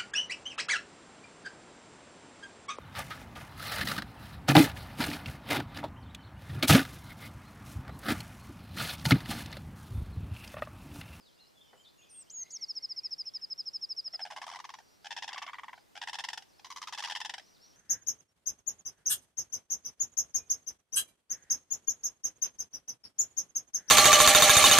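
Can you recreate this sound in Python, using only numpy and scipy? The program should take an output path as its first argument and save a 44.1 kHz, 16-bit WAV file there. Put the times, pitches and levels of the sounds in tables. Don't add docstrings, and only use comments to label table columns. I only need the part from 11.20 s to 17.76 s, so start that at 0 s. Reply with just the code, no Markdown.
import sys
import numpy as np
from scipy import signal
from scipy.fft import rfft, irfft
from scipy.io import wavfile
from scipy.ndimage import uniform_filter1d, map_coordinates

SR = 44100
rng = np.random.default_rng(int(sys.argv[2]) if len(sys.argv) > 2 else 0)


def digitize_waveform(pressure):
    field = np.atleast_2d(pressure).T
    bounded = np.clip(field, -1, 1)
    quanta = np.round(bounded * 32767).astype(np.int16)
    wavfile.write(sys.argv[1], SR, quanta)


def ratio(d):
    e = np.asarray(d, float) / 20
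    return 10 ** e


N = 289296

# [pitch_hz, density_db per Hz]
AIR = [(12, -38), (20, -2.5), (103, 0), (362, -0.5), (686, -4), (932, -5.5), (2150, -14), (7310, -23),
       (14300, -24), (15500, -25)]
# [pitch_hz, likeness -1..1]
ALIKE = [(60, -0.79), (700, -0.5), (1500, -0.3), (3000, 0.24), (7000, 0.5), (15000, -0.0035)]
# [time_s, level_db]
TWITTER = [(0, -74.5), (.8, -82), (3, -76), (4.3, -74.5), (4.35, -64), (4.42, -77), (4.57, -65), (4.7, -86),
           (6.2, -70.5), (6.56, -71.5)]
# [pitch_hz, density_db per Hz]
CHORUS = [(2500, -29), (3500, -12.5), (4200, -3), (5000, 0), (5700, -10.5), (6300, -12), (9000, -44)]
# [pitch_hz, density_db per Hz]
KNOCK = [(120, -33), (250, -7), (680, 6), (1100, -7.5), (2000, -8), (2700, -40)]

# [start_s, end_s, start_hz, end_hz, level_db]
GLIDES = [(0, 0.11, 5330, 2930, -66), (.163, .276, 2820, 2870, -73), (.557, .644, 8400, 6530, -76),
          (.63, .685, 4900, 3200, -68), (.645, .69, 3820, 3450, -62.5), (.468, .5, 5900, 5100, -72),
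          (.676, .694, 4700, 4900, -68), (.681, .708, 3780, 4450, -65), (.8, 1.03, 2490, 2740, -73.5),
          (1.172, 1.203, 5230, 4640, -62), (.36, 0.44, 7150, 7000, -83), (1.24, 1.272, 5100, 4600, -65),
          (1.196, 1.285, 4440, 3930, -72), (5.38, 5.41, 5440, 4600, -69), (6.215, 6.275, 5000, 6000, -66.5),
          (6.27, 6.36, 5860, 5680, -70), (6.505, 6.53, 4600, 4450, -79), (6.347, 6.372, 5000, 3500, -66),
          (.78, .815, 2750, 2800, -70), (5.33, 5.37, 4100, 5000, -72)]
# [start_s, end_s, start_hz, end_hz, level_db]
HOOKS = [
    (.338, 0.58, 3500, 3000, -70),
    (1.198, 1.303, 2000, 2090, -67.5),
    (2.023, 2.11, 1755, 3400, -70),
    (2.129, 2.199, 3900, 1600, -71),
    (1.258, 1.3, 1900, 4300, -71),
]
# [start_s, end_s, start_hz, end_hz, level_db]
LIFTS = [
    (1.335, 1.385, 3000, 4400, -72),
    (6.53, 6.56, 3100, 3500, -73),
    (.5, .545, 2200, 4600, -81.5),
    (.776, .831, 6700, 6410, -68),
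]
# [start_s, end_s, start_hz, end_hz, level_db]
STEADY = [
    (3.475, 3.6, 5780, 5680, -69),
    (3.6, 3.8, 5700, 5660, -77),
    (.55, .64, 7100, 7080, -78),
]
# [start_s, end_s, start_hz, end_hz, level_db]
HOARSE = [
    (1.8, 1.86, 2650, 2500, -73),
    (1.83, 1.9, 2100, 1880, -74),
    (2.13, 2.16, 3870, 3650, -71),
    (2.19, 2.23, 3230, 2190, -77),
]
# [start_s, end_s, base_hz, top_hz, level_db]
ARCHES = [
    (0.811, 0.858, 2610, 3540, -64),
    (0.938, 0.971, 2670, 3450, -66.5),
    (1.064, 1.122, 2680, 3230, -70),
]
# [start_s, level_db]
FALLS = [
    (.889, -62.5),
    (.995, -63),
    (5.187, -78),
    (5.283, -69),
]
# [start_s, level_db]
COOS = [
    (1.367, -70),
    (1.57, -74),
    (1.7, -76),
]
# [time_s, pitch_hz, level_db]
WARBLES = [
    [(.18, 3300, -70), (.21, 4290, -59), (.228, 4070, -63), (.247, 3950, -69), (.262, 4350, -73),
     (.272, 4950, -64), (.285, 5350, -67), (.3, 6300, -76)],
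    [(.355, 3550, -70), (.39, 3330, -65), (.42, 3580, -60.5), (.455, 3560, -69), (.48, 3060, -67),
     (.505, 2850, -69)],
    [(.56, 3130, -77), (.58, 2950, -66), (.605, 3170, -63), (.635, 3020, -71), (.66, 3460, -64),
     (.69, 3700, -68)],
    [(6.41, 5100, -65), (6.43, 5530, -57.5), (6.455, 5740, -61), (6.48, 6000, -67), (6.5, 5700, -72),
     (6.515, 5550, -64), (6.53, 5500, -74)],
]

# [time_s, pitch_hz, level_db]
OPENING = [
    [(.893, 8500, -68), (.9, 8900, -57), (.95, 8680, -51), (1, 8350, -47), (1.02, 8050, -50.5),
     (1.033, 6800, -53), (1.036, 6500, -73)],
    [(1.097, 3820, -60), (1.104, 6340, -40), (1.11, 7800, -62), (1.122, 8340, -61)],
    [(1.105, 4860, -48), (1.112, 6334, -44), (1.12, 7140, -51.5), (1.15, 6710, -41), (1.2, 6505, -38.5),
     (1.225, 6410, -35.5), (1.234, 6240, -37), (1.24, 5760, -56)],
    [(1.303, 4770, -60), (1.308, 6400, -41.5), (1.314, 8140, -63), (1.325, 8000, -57)],
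    [(1.308, 4360, -53), (1.314, 5920, -47), (1.322, 7000, -47), (1.338, 6720, -42), (1.35, 6350, -36.5),
     (1.358, 6000, -41), (1.368, 5360, -36), (1.376, 4800, -45)],
]
# [start_s, length_s, level_db, pitch_hz at the loudest, pause of the fall 0-1]
TRILL = [(1.411, .039, -34.5, 5190, 0.48), (1.483, 0.036, -34, 5186, 0.26),
         (1.552, 0.037, -34.5, 5170, 0.22), (1.624, 0.036, -34, 5150, 0.32),
         (1.691, 0.039, -35.5, 5106, 0.37), (1.762, 0.038, -34.5, 5125, 0.28),
         (1.834, .038, -33.5, 5140, 0.2), (1.908, 0.037, -34, 5150, 0.38),
         (1.982, 0.039, -33.5, 5116, 0.38), (2.055, 0.04, -36, 5174, 0.75), (2.137, 0.037, -34, 5135, 0.2),
         (2.215, 0.039, -36.5, 5090, 0.65), (2.301, 0.035, -33.5, 5155, 0.5),
         (2.378, 0.039, -34, 5160, 0.3), (2.457, 0.038, -34.5, 5170, 0.23),
         (2.533, 0.04, -33.5, 5170, 0.34), (2.613, 0.041, -34, 5144, 0.32), (2.691, .04, -34, 5125, 0.2),
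         (2.765, 0.041, -33, 5140, 0.18), (2.844, .041, -35, 5150, .4), (2.927, .037, -34, 5130, 0.27),
         (3.009, 0.037, -35, 5146, 0.4)]
# [share of note, level_db]
SWELL = [(-.05, -79), (0, -14), (.4, -1), (.75, 3), (.88, 0), (.96, -6.5), (1.02, -26.5), (1.12, -25.5)]

# [start_s, span_s first to last burst, first_db, last_db]
DEEP_1 = [
    (2.88, 0.0022, -57, -58.5),
    (2.938, 0.016, -48, -53),
    (2.995, 0.02, -41, -43.5),
    (3.0535, 0.02, -37.5, -44),
    (3.111, 0.026, -38, -42),
    (3.166, 0.02, -36.5, -45.5),
    (3.2187, .009, -37, -42.5),
    (3.2685, 0.0094, -37.5, -43),
    (3.3162, 0.011, -40.5, -43),
    (3.3598, .009, -45, -45),
]
DEEP_2 = [
    (3.8475, 0.022, -47, -41),
    (3.909, 0.018, -38, -39),
    (3.9672, 0.02, -38.5, -39),
    (4.0255, 0.019, -37, -38.5),
    (4.0807, 0.011, -37.5, -39),
    (4.1322, 0.014, -37.5, -42),
    (4.1812, 0.0095, -38.5, -48),
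    (4.2255, .0065, -39, -46),
    (4.267, .0012, -46, -45.5),
]
DEEP_3 = [
    (4.756, 0.021, -47.5, -42),
    (4.8175, 0.02, -37.5, -39.5),
    (4.8757, .021, -37.5, -37),
    (4.9333, 0.022, -36.5, -37.5),
    (4.9887, 0.017, -36, -38.5),
    (5.0414, 0.0078, -36.5, -36),
    (5.0882, 0.015, -35.5, -43),
    (5.1336, 0.0084, -37.5, -45),
    (5.1774, 0.0073, -38, -50.5),
    (5.2245, 0.0013, -54.5, -53),
]
DEEP_4 = [
    (5.727, 0.025, -43.5, -42.5),
    (5.7855, 0.019, -36.5, -39),
    (5.8392, 0.019, -37, -38),
    (5.9003, 0.028, -37, -36),
    (5.9533, 0.018, -37.5, -37),
    (6.005, 0.011, -37, -36.5),
    (6.0507, 0.0096, -37, -38),
    (6.097, 0.0085, -37.5, -46.5),
    (6.1404, 0.0061, -38, -45.5),
    (6.183, 0.015, -43.5, -52),
]
# [start_s, span_s first to last burst, first_db, last_db]
HIGH_1 = [
    (3.1052, 0.019, -42, -46),
    (3.164, 0.02, -41, -40.5),
    (3.2225, 0.019, -41.5, -37.5),
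    (3.2812, 0.02, -39, -38),
    (3.3376, 0.025, -40, -36.5),
    (3.3912, 0.011, -40.5, -37),
    (3.4442, 0.0079, -39, -38),
    (3.4936, 0.01, -38.5, -42),
    (3.541, 0.01, -38.5, -46.5),
    (3.5887, 0.015, -45.5, -52.5),
]
HIGH_2 = [
    (4.0995, 0.03, -45, -43),
    (4.162, 0.023, -37, -41.5),
    (4.22, 0.022, -36, -40),
    (4.2786, 0.019, -37, -38.5),
    (4.3343, 0.02, -37, -43),
    (4.3868, 0.0085, -38, -38.5),
    (4.4357, 0.0083, -37, -41),
    (4.4842, 0.011, -37.5, -43.5),
    (4.5325, 0.0079, -39.5, -47),
    (4.58, 0.0031, -49, -53),
]
HIGH_3 = [
    (5.397, .0018, -54, -51),
    (5.448, 0.021, -43, -48),
    (5.5051, 0.02, -39.5, -41),
    (5.563, 0.02, -38.5, -41.5),
    (5.6193, 0.02, -37, -41),
    (5.6748, 0.018, -36.5, -42.5),
    (5.7268, 0.0078, -40, -37.5),
    (5.778, 0.008, -39, -44),
    (5.8266, 0.011, -37, -51),
    (5.8753, 0.0098, -38.5, -38),
]
# [croaks, overtones_db re fundamental, beak tilt at start and at end in db per octave]
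RUNS = [
    (DEEP_1, 1.3, -6, 0.1),
    (DEEP_2, 10.6, 0.087, -0.66),
    (DEEP_3, 9.9, -2.2, 3.7),
    (DEEP_4, 11.5, 1, -0.058),
    (HIGH_1, 2.07, -4.8, -4.2),
    (HIGH_2, 2.9, -1.22, -1.69),
    (HIGH_3, 5.12, 0.28, 0.22),
]
# [pitch_hz, ..]
PITCH = [(606, 689, 814, 816, 862, 908, 870, 850, 870, 840), (762, 891, 917, 945, 929, 885, 893, 862, 710),
         (711, 928, 954, 977, 986, 995, 934, 915.7, 880, 766),
         (808, 900, 943, 940, 1020, 990, 932, 906, 888, 780),
         (953, 1052, 1100, 1123, 1120, 1116.5, 1112, 1060, 995, 879),
         (946, 1100, 1146, 1087, 1106, 1125, 1063, 1022, 970, 807),
         (851, 1017, 1093, 1110, 1155, 1180, 1130, 1120, 1080, 1088)]
# [lift_db above 7.5 kHz, half_db of the partial midway from first to second]
BREATHY = [(7, -39), (-5, -26), (-1, -20), (-1, -29), (6.5, -15), (4, -26), (2.5, -28)]
THROAT_OF_RUN = (0, 0, 0, 0, 1, 2, 1)
# [pitch_hz, density_db per Hz]
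THROAT = [(900, -27), (1400, 0.5), (2000, 4.5), (2400, -4.5), (3100, 6), (4300, -7), (5200, 0.5),
          (6500, -11), (9000, -17.5), (15500, -39.5)]
# [pitch_hz, density_db per Hz]
HIGH_THROAT = [(900, -41), (1400, 3.5), (2000, 2), (2600, -1), (3400, 1.5), (4300, -2.5), (5400, 2),
               (6600, -3), (7300, -15), (15500, -31)]
# [pitch_hz, density_db per Hz]
TURNED_THROAT = [(900, -31), (1400, 6), (2000, 7), (2600, -2), (3300, 0.5), (4300, -19.5), (5400, -13.5),
                 (7000, -19.5), (9000, -31.5), (15500, -32)]
# [pitch_hz, level_db]
PIPE = [(400, -20), (620, -2.5)]
# [pitch_hz, level_db]
APART = [(1400, -8.5), (3000, -3), (6000, 2)]


def unit(x):
    return x / np.sqrt(np.mean(x ** 2) + 1e-20)


def along(points, hz):
    f, v = np.transpose(points)
    return np.interp(np.log(hz + 1), np.log(f + 1), v)


def wobble(rate, size=N):
    knots = rng.standard_normal(int(size * rate / SR) + 4)
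    return map_coordinates(knots, [np.arange(size) * rate / SR])


def coloured(x, spectrum):
    gain = ratio(along(spectrum, np.fft.rfftfreq(2048, 1 / SR)))
    cep = irfft(np.log(gain + 1e-4))
    cep = np.r_[cep[0], 2 * cep[1:1024], np.zeros(1024)]
    return signal.oaconvolve(x, irfft(np.exp(rfft(cep))))[:N]


def add(track, s, sound):
    part = track[max(round(s * SR), 0):][:len(sound)]
    part += sound[:len(part)]


def scatter(t, t60, rise_s, channels=2):
    fade = rng.standard_normal((channels, len(t))) * ratio(-60 * t / t60) * (1 - np.exp(-t / rise_s))
    return fade / np.linalg.norm(fade[0])


def tail(x, t60, channels=2):
    t = np.arange(SR // 3) / SR
    return signal.fftconvolve(x[None], scatter(t, t60, 0.0014, channels), axes=1)[:, :N]


def echoes(x, t60):
    out, step = np.zeros((2, N + SR)), SR // 5
    t = np.arange(SR // 12) / SR
    for a in range(0, N, step):
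        answer = signal.fftconvolve(x[None, a:a + step], scatter(t, t60, 0.00089), axes=1)
        out[:, a:a + answer.shape[1]] += answer
    return out[:, :N]


def ground(x, t60, db, even):
    out, step, m = np.zeros((2, N + SR)), SR // 10, 8192
    t = np.arange(SR // 12) / SR
    for a in range(0, N, step):
        direct = [[1], [0]]
        paths = rfft(ratio(db) * scatter(t, t60, 0.0049), m) + direct
        cep = irfft(np.log(np.abs(paths) + 0.0052))
        cep = np.c_[cep[:, 0], 2 * cep[:, 1:m // 2]]
        cep = cep - cep[:, :1] * (np.arange(m // 2) == 0)
        response = irfft(paths * np.exp(-even * rfft(cep, m)))
        answer = signal.fftconvolve(x[None, a:a + step], response, axes=1)
        out[:, a:a + answer.shape[1]] += answer
    return out[:, :N]


def air(db):
    hz = np.fft.rfftfreq(N, 1 / SR)
    turn = np.arccos(np.clip(along(ALIKE, hz), -.95, .95)) / 2
    balance = [1 / np.tan(turn), np.ones_like(hz)]
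    noise = rfft(rng.standard_normal((2, N)))
    mid, side = irfft(noise * ratio(along(AIR, hz)) * balance, N)
    return ratio(db) * unit(np.array([mid + side, mid - side]))


def twitter():
    z = signal.stft(rng.standard_normal(N), nperseg=256)[2]
    field = uniform_filter1d(rng.standard_normal(z.shape), size=5, axis=0)
    field = uniform_filter1d(field, size=12, axis=1)
    patchy = signal.istft(z * ratio(5.2 * unit(field)), nperseg=256)[1]
    level_db = np.interp(np.arange(N) / SR, *np.transpose(TWITTER))
    return ratio(level_db) * unit(coloured(patchy, CHORUS))


def knock(s=.529, db=-40):
    out, t = np.zeros(N), np.arange(SR // 10) / SR
    add(out, s, ratio(db - 60 * t / 0.14) * (1 - np.exp(-t / 0.0013)) * rng.standard_normal(len(t)))
    return coloured(out, KNOCK)


def whistle(hz, db, octave_db):
    phase = 2 * np.pi * np.cumsum(hz) / SR
    return ratio(db) * (np.sin(phase) + ratio(octave_db) * np.sin(2 * phase))


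def sung(song_notes, flutter_db, octave_db):
    song = np.zeros(N)
    for note in song_notes:
        s, hz, db = np.transpose(note)
        t = np.arange(s[0], s[-1], 1 / SR)
        pitch_hz, level_db = uniform_filter1d([np.interp(t, s, hz), np.interp(t, s, db)], size=90)
        level_db = level_db + flutter_db * wobble(170, size=len(t))
        add(song, s[0], signal.windows.tukey(len(t), .12) * whistle(pitch_hz, level_db, octave_db))
    return song


def far_chirps():
    clear, rough = 0.21, 2.1
    repeats = [(s, s + 0.023, 4720, 4320, -60 - 9 * (s - 1.3)) for s in 1.312 + .0745 * np.arange(9)]
    repeats += [(s, s + 0.034, 6250, 4880, db) for s, db in FALLS]
    repeats += STEADY
    coos = [(s, s + 0.089, 2120, 2040, db) for s, db in COOS]
    shapes = [(GLIDES, .5, 1), (repeats, .5, clear), (HOARSE + coos, .5, rough),
              (HOOKS, 0.73, rough / 2), (LIFTS, 0.12, 1)]
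    chirps = []
    for rows, ahead, waver in shapes:
        for s, e, a, c, db in rows:
            chirps.append((s, e, a, a + ahead * (c - a), c, db, waver))
    bank_s, bank_db = .013, -7.5
    banked = [(s + bank_s, e + bank_s, a, top, db + bank_db) for s, e, a, top, db in ARCHES]
    return chirps + [(s, e, a, top, a, db, clear) for s, e, a, top, db in ARCHES + banked]


def far_birds(waver_hz=45, flutter_db=3):
    song = sung(WARBLES, flutter_db=2.5, octave_db=-60)
    for start, end, a_hz, b_hz, c_hz, db, rough in far_chirps():
        u = np.linspace(-1, 1, round((end - start) * SR))
        hz = b_hz + (c_hz - a_hz) / 2 * u + ((a_hz + c_hz) / 2 - b_hz) * u ** 2
        hz = hz + rough * waver_hz * wobble(151.0, size=len(u))
        level_db = db + rough ** .5 * flutter_db * wobble(199.0, size=len(u))
        add(song, start, (1 - u ** 8) * whistle(hz, level_db, octave_db=-60))
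    return song


def songbird():
    song = sung(OPENING, flutter_db=1.0, octave_db=-45)
    for s, length, db, pitch_hz, pause in TRILL:
        early_hz = 5543 + 207 * np.exp((TRILL[0][0] - s) / 0.46) + 21000 * (length - .039)
        u = np.arange(-.05 * length, 1.13 * length, 1 / SR) / length
        hz = early_hz + (4960 - early_hz) * (u - .125) / 0.69
        hz = hz - 900 * np.clip((u - .93) / 0.232, 0, 1) ** 1.4
        hz = hz + pitch_hz - 5150
        hz = hz - pause * 170 * np.sin(2 * np.pi * np.clip(u, 0, 1))
        hz = hz - 250 * np.exp(-(u + 0.0282) / 0.009)
        hz = hz + 25 * wobble(218, size=len(u)) + 15 * wobble(56, size=len(u))
        level_db = uniform_filter1d(np.interp(u, *np.transpose(SWELL)), size=60)
        level_db = level_db + 0.14 * wobble(220, size=len(u))
        octave_db = -34.5 + 10 * (s - 5.0) + 22 * u
        add(song, s - .05 * length, whistle(hz, db + level_db, octave_db))
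    return song


def bursts():
    gap_s, longest_s = .0105, .0225
    shake, uneven_db = 0.0164, -0.5
    for run, bird, breathy, pitches in zip(RUNS, THROAT_OF_RUN, BREATHY, PITCH):
        croaks, bright_db, tilt_in, tilt_out = run
        chance = rng.standard_normal((len(croaks), 3, 2))
        for (s, span, first_db, last_db), luck, hz in zip(croaks, chance, pitches):
            done = (s - croaks[0][0]) / (croaks[-1][0] - croaks[0][0])
            sag = min(0.0436 + 0.1606 * done, 0.15) - .12 * np.exp(-done / 0.027)
            third = sag * (0.356 + 2.1 * done) if sag > 0 else sag
            drops = (0, sag, third)
            extra = min(round(span / gap_s), 2)
            for k in range(extra + 1):
                u = k / max(extra, 1)
                start_s = s + u * min(span, longest_s)
                level_db = first_db + u * (last_db - first_db) + uneven_db * luck[k, 0] * (0 < k < extra)
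                pitch_hz = hz * (1 - drops[k] + shake * luck[k, 1] * (k > 0))
                overtones_db = bright_db - 1.5 * k * (done + .05)
                beak_db = tilt_in + done * (tilt_out - tilt_in)
                yield start_s, level_db, pitch_hz, overtones_db, beak_db, bird, *breathy


def cranes(rise=.0024, fall=0.0039, flat=2.17, snap=4.0, rough=0.55, scatter_db=1.6, throat_db=-16, leak=0.11):
    tone, pulses, hiss = np.zeros(N), np.zeros(N), np.zeros((3, N))
    throats = THROAT, HIGH_THROAT, TURNED_THROAT
    smear = (.9, .3, .3)
    t = np.arange(SR // 70) / SR
    k = np.arange(2, 19)[:, None]
    opening = t < 2 * rise
    distance = np.abs((t - 2 * rise) / np.where(opening, rise, fall))
    shape = -np.exp(-distance ** np.where(opening, snap, flat))
    shape = shape - leak * np.hanning(len(t))
    for s, db, hz, bright_db, beak_db, bird, lift_db, half_db in bursts():
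        start = s - 2 * rise
        bend = 1 + .055 * (t / rise - 2) + .046 * wobble(900, size=len(t))
        phase = 2 * np.pi * (np.cumsum(hz * bend) / SR + rng.random())
        tilt_db = beak_db * np.log2(k * hz / 3000) + lift_db * (k * hz > 7500)
        tilt_db = tilt_db + scatter_db * rng.standard_normal(k.shape)
        overtones = np.cos(k * phase + smear[bird] * rng.standard_normal(k.shape))
        comb = ratio(db + bright_db + tilt_db) * shape * overtones
        voiced = comb * ratio(along(throats[bird], k * hz * uniform_filter1d(bend, size=60)))
        breath = rough * ratio(lift_db / 2) * comb.sum(0) * rng.standard_normal(len(t))
        add(tone, start, ratio(db) * shape * (np.cos(phase) + ratio(half_db) * np.cos(3 * phase / 2)))
        add(pulses, start, voiced.sum(0))
        add(hiss[bird], start, breath)
    return coloured(tone, PIPE) + ratio(throat_db) * (pulses + sum(map(coloured, hiss, throats)))


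def scene():
    big, near, far = cranes(), songbird(), far_birds()
    mid, side = ground(big, t60=0.046, db=-4, even=0.52) + ratio(-17.5) * tail(big, t60=0.31)
    side = coloured(side + ratio(-24.0) * big, APART)
    song = near + ratio(-14.5) * echoes(near, t60=0.038)[0]
    song = song + ratio(-24.0) * tail(near, t60=0.83, channels=1)
    song = song + far + ratio(-4.5) * tail(far, t60=0.42, channels=1)
    return mid + side * [[1], [-1]] + song + twitter() + knock() + air(db=-65.0)


def masked(x, under_db=35.5, up_db=30, down_db=90, chance_db=3):
    z = signal.stft([x[0] + x[1], x[0] - x[1]], nperseg=2048)[2]
    bands = z[:, :1024].reshape(2, 64, 16, -1)
    level = 10 * np.log10((np.abs(bands) ** 2).sum(2) + 1e-20)
    octaves = np.log2(np.arange(1, 65)[:, None] / np.arange(1, 65))
    spread = np.where(octaves > 0, up_db * octaves, -down_db * octaves)
    mask = (level.max(0)[None] - spread[..., None]).max(1) - under_db
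    keep = level > mask + chance_db * rng.standard_normal(level.shape)
    keep[:, 46:] = False
    keep = np.pad(np.repeat(keep, 16, axis=1), [(0, 0), (0, 1), (0, 0)])
    mid, side = signal.istft(z * keep, nperseg=2048)[1][:, :N] / 2
    return np.array([mid + side, mid - side])


def starved(x, loud_db=-50, from_hz=7500, to_hz=16500, spare_db=4):
    hz, _, z = signal.stft(x, SR, nperseg=256)
    power = np.abs(z.mean(0)) ** 2
    busy = uniform_filter1d(power[4:20].sum(0), size=14) > ratio(2 * loud_db)
    luck = rng.random((33, z.shape[2] // 4 + 1))
    luck = np.repeat(np.repeat(luck, 4, axis=0), 4, axis=1)[:129, :z.shape[2]]
    usual = np.median(power, axis=1, keepdims=True)
    faint = uniform_filter1d(power, size=4, axis=0) < ratio(2 * spare_db) * usual
    drop = busy & faint & (luck < (hz[:, None] - from_hz) / (to_hz - from_hz))
    return signal.istft(z * (~drop & (hz[:, None] < 15600)), nperseg=256)[1][:, :N]


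def low_pass(x):
    return signal.sosfilt(signal.butter(12, 16400, fs=SR, output="sos"), x)


def record(dry):
    mix = starved(masked(dry))
    return low_pass(mix)


dry = scene()
out = record(dry)
digitize_waveform(out)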